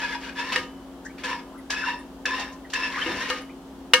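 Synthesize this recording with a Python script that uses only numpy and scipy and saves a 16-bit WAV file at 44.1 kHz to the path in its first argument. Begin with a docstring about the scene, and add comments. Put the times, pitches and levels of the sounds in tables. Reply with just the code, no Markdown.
"""In a small kitchen, a hand scrapes round the inside of a small metal pot on a stove, in five strokes.
Gritty rubbing makes the pot's hollow sound, and the moving hand shifts its pitch. Fast slides zip,
knocks ring the metal wall, and the pot ends with a sharp clank.
The room adds a short echo, and an appliance hums in the background."""
import sys
import numpy as np
from scipy import signal
from scipy.fft import rfft, irfft, next_fast_len
from scipy.io import wavfile
from scipy.ndimage import map_coordinates

SR = 44100
rng = np.random.default_rng(int(sys.argv[2]) if len(sys.argv) > 2 else 0)


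def master(y):
    """Save y as 16-bit WAV."""
    cut = np.clip(np.atleast_2d(y).T, -1, 1)
    pcm = np.round(cut * 32767)  # scale
    wavfile.write(sys.argv[1], SR, pcm.astype(np.int16))


N = 176400  # 4 seconds

# Pushes of the hand. Each row: start, length and rise time in seconds, level in dB,
# boost of the deep tone in dB, boost of the upper tones in dB, pitch multiplier.
PUSHES = [(-.03, 0.18, .01, -30.5, -7, 0, 0.97), (0.196, 0.094, 0.046, -36.5, -12, -4, 0.96),
          (0.348, 0.19, 0.039, -30.5, -3.5, 1.5, 1), (0.52, 0.039, 0.004, -26.5, -29, -6, 1),
          (1.178, 0.013, .006, -38.5, -10, -11, 0.97), (1.233, 0.016, 0.0052, -28, -2.5, -2, 0.99),
          (1.268, 0.076, 0.014, -36.5, 4, 4.5, 0.97), (1.698, 0.13, 0.0027, -33, -6, 3, 1.005),
          (1.827, 0.07, 0.055, -31.5, 3, 7, 1.015), (2.254, 0.18, 0.0012, -30.5, -4.5, 2, 1.022),
          (2.73, 0.13, 0.0054, -29, -5, 4, 1.005), (2.873, 0.13, 0.052, -34.5, -3.5, -11, 1.04),
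          (2.944, 0.19, 0.12, -27.5, -12, -0.5, 1.01), (3.139, 0.13, 0.062, -27.5, -6, -3.5, 1.035),
          (3.281, 0.1, 0.0069, -34, -14.5, -22, 0.87)]
# Upper tones of the pot's hollow. Each row: pitch in Hz, width in Hz, share of the mix in dB.
HOLLOW_TONES = [(1677, 58, 0), (1745, 92, 9), (1812, 135, -14), (2644, 115, 3), (3580, 97, -1),
                (4240, 33, -11.5), (5220, 230, -9)]
# The dry rasp of rubbing. Each row: frequency in Hz, relative level in dB.
RASP_SPECTRUM = [(150, -17.5), (500, -8), (750, -16), (1300, -4.5), (2300, -3), (5500, -13.5),
                 (7500, -23.5), (16000, -39.5)]
DEEP_HZ, DEEP_WIDTH_HZ, DEEP_RISE_S = 985, 79, 0.039  # the hollow's lowest tone
HOLLOW_DB, DEEP_DB, RASP_DB, WALL_DB = -2, 0.2, -3.8, -10.5
SAG_DB_PER_S, RELEASE_DB_PER_S, WANDER_DB = 26, 182, 2.6


def scraping():
    """Each push rasps, sounds the hollow's tones in a shifting mix and faintly rings the wall."""
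    out, force = np.zeros(N), np.zeros(N)
    slips = grit()
    rasp = coloured(slips, RASP_SPECTRUM)
    flutter_db = wobble(55)
    shares = np.array([amp(db + WANDER_DB * wobble(25.27)) for _, _, db in HOLLOW_TONES])
    shares /= np.linalg.norm(shares, axis=0)
    for start, length, rise, db, deep_db, upper_db, tuning in PUSHES:
        fade_db = SAG_DB_PER_S * since(start) + RELEASE_DB_PER_S * since(start + length)
        press = ramp(start, rise) * amp(db + flutter_db - fade_db)
        # Where the hand sits tunes the hollow.
        tones = [resonate(slips, hz * tuning, width) for hz, width, _ in HOLLOW_TONES]
        upper = amp(HOLLOW_DB + upper_db) * unit(drifting(sum(shares * tones)))
        deep = unit(drifting(resonate(slips, DEEP_HZ * tuning, DEEP_WIDTH_HZ)))
        deep *= ramp(start, DEEP_RISE_S) * amp(DEEP_DB + deep_db + WANDER_DB * wobble(24.58))
        out += press * (upper + deep + amp(RASP_DB) * rasp)
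        force += press
    return out + amp(WALL_DB) * wall_ringing(force * grit())


def grit(slips_per_s=2800, catches_per_s=70, catch_s=.003, spread_db=2):
    """Rubbing is many tiny slips of uneven size, stronger just after the hand catches."""
    slips = rng.random(N) < slips_per_s / SR
    catches = rng.random(N) < catches_per_s / SR
    after_catch = signal.lfilter([1], [1, -np.exp(-1 / (catch_s * SR))], catches)
    signs = rng.choice([-1, 1], N)
    sizes = amp(spread_db * rng.standard_normal(N).clip(-2, 2))
    return unit(slips * (1 + .6 * after_catch) * signs * sizes)


def drifting(x, depth=.018, bends_per_s=16):
    """The moving hand bends the hollow's pitch up and down."""
    speed = 1 + depth * wobble(bends_per_s)
    return map_coordinates(x, [np.cumsum(speed)], mode="mirror")


# Tones of the metal wall. Each row: pitch in Hz, relative level in dB, seconds to fade by 60 dB.
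WALL_TONES = [(506, -4, 0.22), (947.5, -2.5, 0.14), (1232, -5.5, 0.35), (1640, -1, 0.22), (1825, 2.5, 0.16),
              (2185, 2.5, 0.18), (2864, 7.5, 0.07), (3006, -21, 0.75), (4260, -19, .25)]


def wall_ringing(slips):
    """Every tiny slip sets the metal wall ringing."""
    t = since(0)
    ring = sum(amp(db - 60 * t / fade) * np.sin(2 * np.pi * hz * t) for hz, db, fade in WALL_TONES)
    return signal.fftconvolve(slips, ring / np.linalg.norm(ring))[:N]


# Knocks on the wall; the last is the clank. Each row: start in seconds, ring level in dB, treble boost
# of the ring in dB per octave, relative crack level in dB, clunk pitch in Hz, clunk level in dB.
WALL_KNOCKS = [(.5595, -26.5, -2, -13, 1804, -11), (3.061, -31, -1, -37, 332, -25.5),
               (3.117, -43, 0, -43, 1730, -20), (3.3, -29.5, -1, -13.5, 1560, -35),
               (3.9351, -18, -1.5, 2, 2854, 1.5)]
# The crack of a knock. 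Each row: frequency in Hz, relative level in dB.
CRACK_SPECTRUM = [(150, -34), (500, -20.5), (1400, 2.5), (3000, 0), (5400, -4.5), (7000, -11.5),
                  (16000, -29)]


def knocks(rise_s=0.00073, crack_fade_s=0.036, clunk_cycles=45):
    """A knock makes a hard crack, a short clunk at the struck spot and a ring of the whole wall."""
    out, t = np.zeros(N + SR), np.arange(SR // 2) / SR
    for start, ring_db, tilt_db, crack_db, clunk_hz, clunk_db in WALL_KNOCKS:
        ring = np.zeros(len(t))
        for hz, db, fade in WALL_TONES:
            level_db = ring_db + db + tilt_db * np.log2(hz / DEEP_HZ)
            ring += amp(level_db - 60 * t / fade) * np.sin(2 * np.pi * (hz * t + rng.random()))
        noise = coloured(rng.standard_normal(N), CRACK_SPECTRUM)[:len(t)]
        crack = noise * amp(crack_db - 60 * t / crack_fade_s) / 2
        clunk = amp(clunk_db - 60 * t * clunk_hz / clunk_cycles) * np.sin(2 * np.pi * clunk_hz * t)
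        out[round(start * SR):][:len(t)] += (ring + crack + clunk) * np.minimum(t / rise_s, 1)
    return out[:N]


# Bright scratches. Each row: start in seconds, level in dB, seconds to fade by 60 dB.
SCRATCHES = [(0.395, -35, 0.076), (1.05, -55, 0.036), (1.186, -51, 0.047), (1.239, -30, 0.1),
             (1.702, -25, 0.13), (2.255, -28, 0.096), (2.395, -32.5, 0.11), (2.698, -41.5, 0.18),
             (2.735, -20.5, 0.058)]
# The tone of a scratch. Each row: frequency in Hz, relative level in dB.
SCRATCH_SPECTRUM = [(150, -28), (900, -9), (2100, -12), (2700, -2.5), (5700, -7), (8000, -17.5),
                    (16000, -38)]


def scratches(rise_s=.003):
    """The hand scratches the metal briefly as it lands or flicks off."""
    loudness = sum(amp(db - 60 * since(start) / fade) * ramp(start, rise_s)
                   for start, db, fade in SCRATCHES)
    return coloured(grit(), SCRATCH_SPECTRUM) * loudness


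# Quick slides. Each row: start and length in seconds, first and last pitch in Hz, level in dB.
SLIDES = [(1.05, 0.0284, 1650, 1910, -37.5), (1.073, 0.053, 1950, 2400, -54.5),
          (1.515, 0.061, 780, 1406, -45), (1.576, 0.032, 1750, 2350, -51), (1.818, .04, 1600, 1277, -30),
          (2.379, 0.062, 800, 700, -36.5), (2.644, 0.026, 1810, 1896, -46),
          (2.937, 0.049, 2000, 1775, -29.5), (2.964, 0.061, 1020, 2146, -28.5),
          (3.012, 0.0223, 3070, 3510, -26.5), (3.307, 0.029, 1180, 1522, -30.5),
          (3.49, 0.025, 1950, 2790, -46.5)]


def zips(grains_per_s=320, jitter_hz=150, rough_db=3):
    """Uneven slips follow the speed of a slide, making a rough, gliding tone."""
    out = np.zeros(N)
    grain, jitter = wobble(grains_per_s), wobble(grains_per_s)
    for start, length, first_hz, last_hz, db in SLIDES:
        done = ramp(start, length)
        hz = first_hz * (last_hz / first_hz) ** done + jitter_hz * jitter
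        arch = np.sqrt(4 * done * (1 - done))
        out += amp(db + rough_db * grain) * arch * np.sin(2 * np.pi * np.cumsum(hz) / SR)
    return out


# Light touches. Each row: start in seconds, middle frequency in Hz, level in dB.
TOUCHES = [(1.049, 6000, -46), (1.578, 10500, -56), (1.985, 9200, -54), (2.524, 5540, -50),
           (3.41, 9900, -54.5)]


def scuffs(length_s=0.029, width_hz=2700):
    """A light touch rubs out a brief, high hiss."""
    return sum(amp(db) * unit(resonate(grit(), hz, width_hz)) * swell(start, length_s)
               for start, hz, db in TOUCHES)


# Small moves of the pot. Each row: start in seconds, length in seconds, level in dB.
POT_SHIFTS = [(0.589, 0.057, -43), (3.078, 0.15, -38)]
# The grinding of its base. Each row: frequency in Hz, relative level in dB.
GRIND_SPECTRUM = [(40, -44), (75, -0.5), (130, -10.5), (220, -1.5), (330, 0), (500, -10.5), (800, -6),
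                  (1500, -42)]


def base_grinding():
    """The pot's base makes a low grinding as it shifts on the burner."""
    loudness = sum(amp(db) * swell(start, length) for start, length, db in POT_SHIFTS)
    return coloured(rng.standard_normal(N), GRIND_SPECTRUM) * loudness


# The kitchen's echo. Each row: frequency in Hz, seconds to fade by 60 dB.
ECHO_FADES = [(200, 0.57), (2000, 0.15), (6000, 0.22), (14000, 0.25)]
# How wide the pot sounds. Each row: frequency in Hz, angle in radians (0 is no width).
STEREO_SPREAD = [(300, 0.031), (2000, 0.38), (8000, 0.85)]


def room(x, echo_db=-7):
    """The kitchen walls add a short echo; reflections off the stove top widen the treble."""
    hz, t, noise = signal.stft(rng.standard_normal((2, SR // 2)), SR, nperseg=256)
    tail = signal.istft(noise * amp(-60 * t / along(ECHO_FADES, hz)[:, None]), SR, nperseg=256)[1]
    delayed = np.pad(x, (SR // 200, 0))  # 5 ms late
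    echo = signal.fftconvolve(delayed[None], tail / np.linalg.norm(tail[0]), axes=1)[:, :N]
    pair = np.array([x, stove_reflections(x)]) + amp(echo_db) * echo
    return stereo(pair, lambda hz: along(STEREO_SPREAD, hz))


def stove_reflections(x, fade_s=.04):
    """Sound bounces off the stove top in a quick, fading scatter."""
    t = np.arange(SR // 20) / SR
    bounces = rng.standard_normal(len(t)) * amp(-60 * t / fade_s)
    return unit(signal.fftconvolve(x, bounces)[:N]) * x.std()


# Tones of the hum. Each row: pitch in Hz, average level in dB.
HUM_TONES = [(43.5, -61), (59.2, -58.5), (179, -57), (269.3, -45), (360.5, -56)]
# The rush of air. Each row: frequency in Hz, relative level in dB.
AIR_SPECTRUM = [(30, -36), (50, -8.5), (120, -17), (230, -2), (420, -9), (900, -12), (2400, -28.5),
                (3080, -24.5), (3700, -28.5), (16000, -40.5)]
# How alike the air sounds left and right. 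Each row: frequency in Hz, likeness (1 is the same).
AIR_LIKENESS = [(800, 0.91), (3000, 0.079)]


def appliance(air_db=-45.5):
    """An appliance moves air and hums with a slight waver."""
    rush = filtered(rng.standard_normal((2, N)), lambda hz: amp(along(AIR_SPECTRUM, hz)))
    air = stereo(rush, lambda hz: np.arccos(along(AIR_LIKENESS, hz)) / 2)
    hum = np.zeros(N)
    for hz, db in HUM_TONES:
        peak = np.sqrt(2) * amp(db + wobble(7.35))
        hum += peak * np.sin(2 * np.pi * hz * since(0) + 0.17 * wobble(4.43))
    return amp(air_db) * unit(air) + hum


def amp(db):
    """Turns decibels into a multiplier."""
    return 10 ** (np.asarray(db) / 20)


def unit(x):
    """Scales x to an average strength (rms) of 1."""
    return x / np.sqrt(np.mean(x ** 2) + 1e-20)


def along(points, hz):
    """Reads between a table's rows, on a log frequency scale."""
    frequencies, values = np.transpose(points)
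    return np.interp(np.log(hz + 1), np.log(frequencies + 1), values)


def since(start):
    """Seconds since the start, zero before it."""
    return np.maximum(np.arange(N) / SR - start, 0)


def ramp(start, length):
    """Climbs from 0 to 1, then stays there."""
    return np.minimum(since(start) / length, 1)


def swell(start, length):
    """A quick rise and a slower fall."""
    return np.sin(np.pi * ramp(start, length) ** 0.46).clip(0)


def wobble(rate):
    """A smooth curve through `rate` random values a second."""
    return map_coordinates(rng.standard_normal(int(N * rate / SR) + 4), [np.arange(N) * rate / SR])


def filtered(x, response):
    """Multiplies each frequency in x by response(hz)."""
    size = next_fast_len(N + SR // 2)
    return irfft(rfft(x, size) * response(np.fft.rfftfreq(size, 1 / SR)), size)[..., :N]


def coloured(x, spectrum):
    """Shapes the bass and treble of x by a table, at strength 1."""
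    return unit(filtered(x, lambda hz: amp(along(spectrum, hz))))


def resonate(x, hz, width):
    """Keeps the band of x around one pitch; two passes make its edges steep."""
    b, a = signal.iirpeak(hz, hz / width, SR)
    return signal.lfilter(b, a, signal.lfilter(b, a, x))


def stereo(pair, angle):
    """Mixes a middle and a side sound into left and right; a larger angle(hz) gives more side."""
    mid, side = filtered(pair, lambda hz: np.array([np.cos(angle(hz)), np.sin(angle(hz))]))
    return np.array([mid + side, mid - side])


def scene(left_db=1.1):
    """The pot and the appliance in the kitchen, a little louder on the left."""
    pot = scraping() + zips() + scratches() + scuffs() + base_grinding() + knocks()
    both = room(pot) + appliance()
    return both * amp(left_db * np.array([[.5], [-.5]]))


def record(dry, top_hz=16000):
    """Clips peaks at full scale and removes the highest treble."""
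    return filtered(np.clip(dry, -1, 1), lambda hz: hz < top_hz)


dry = scene()
out = record(dry)
master(out)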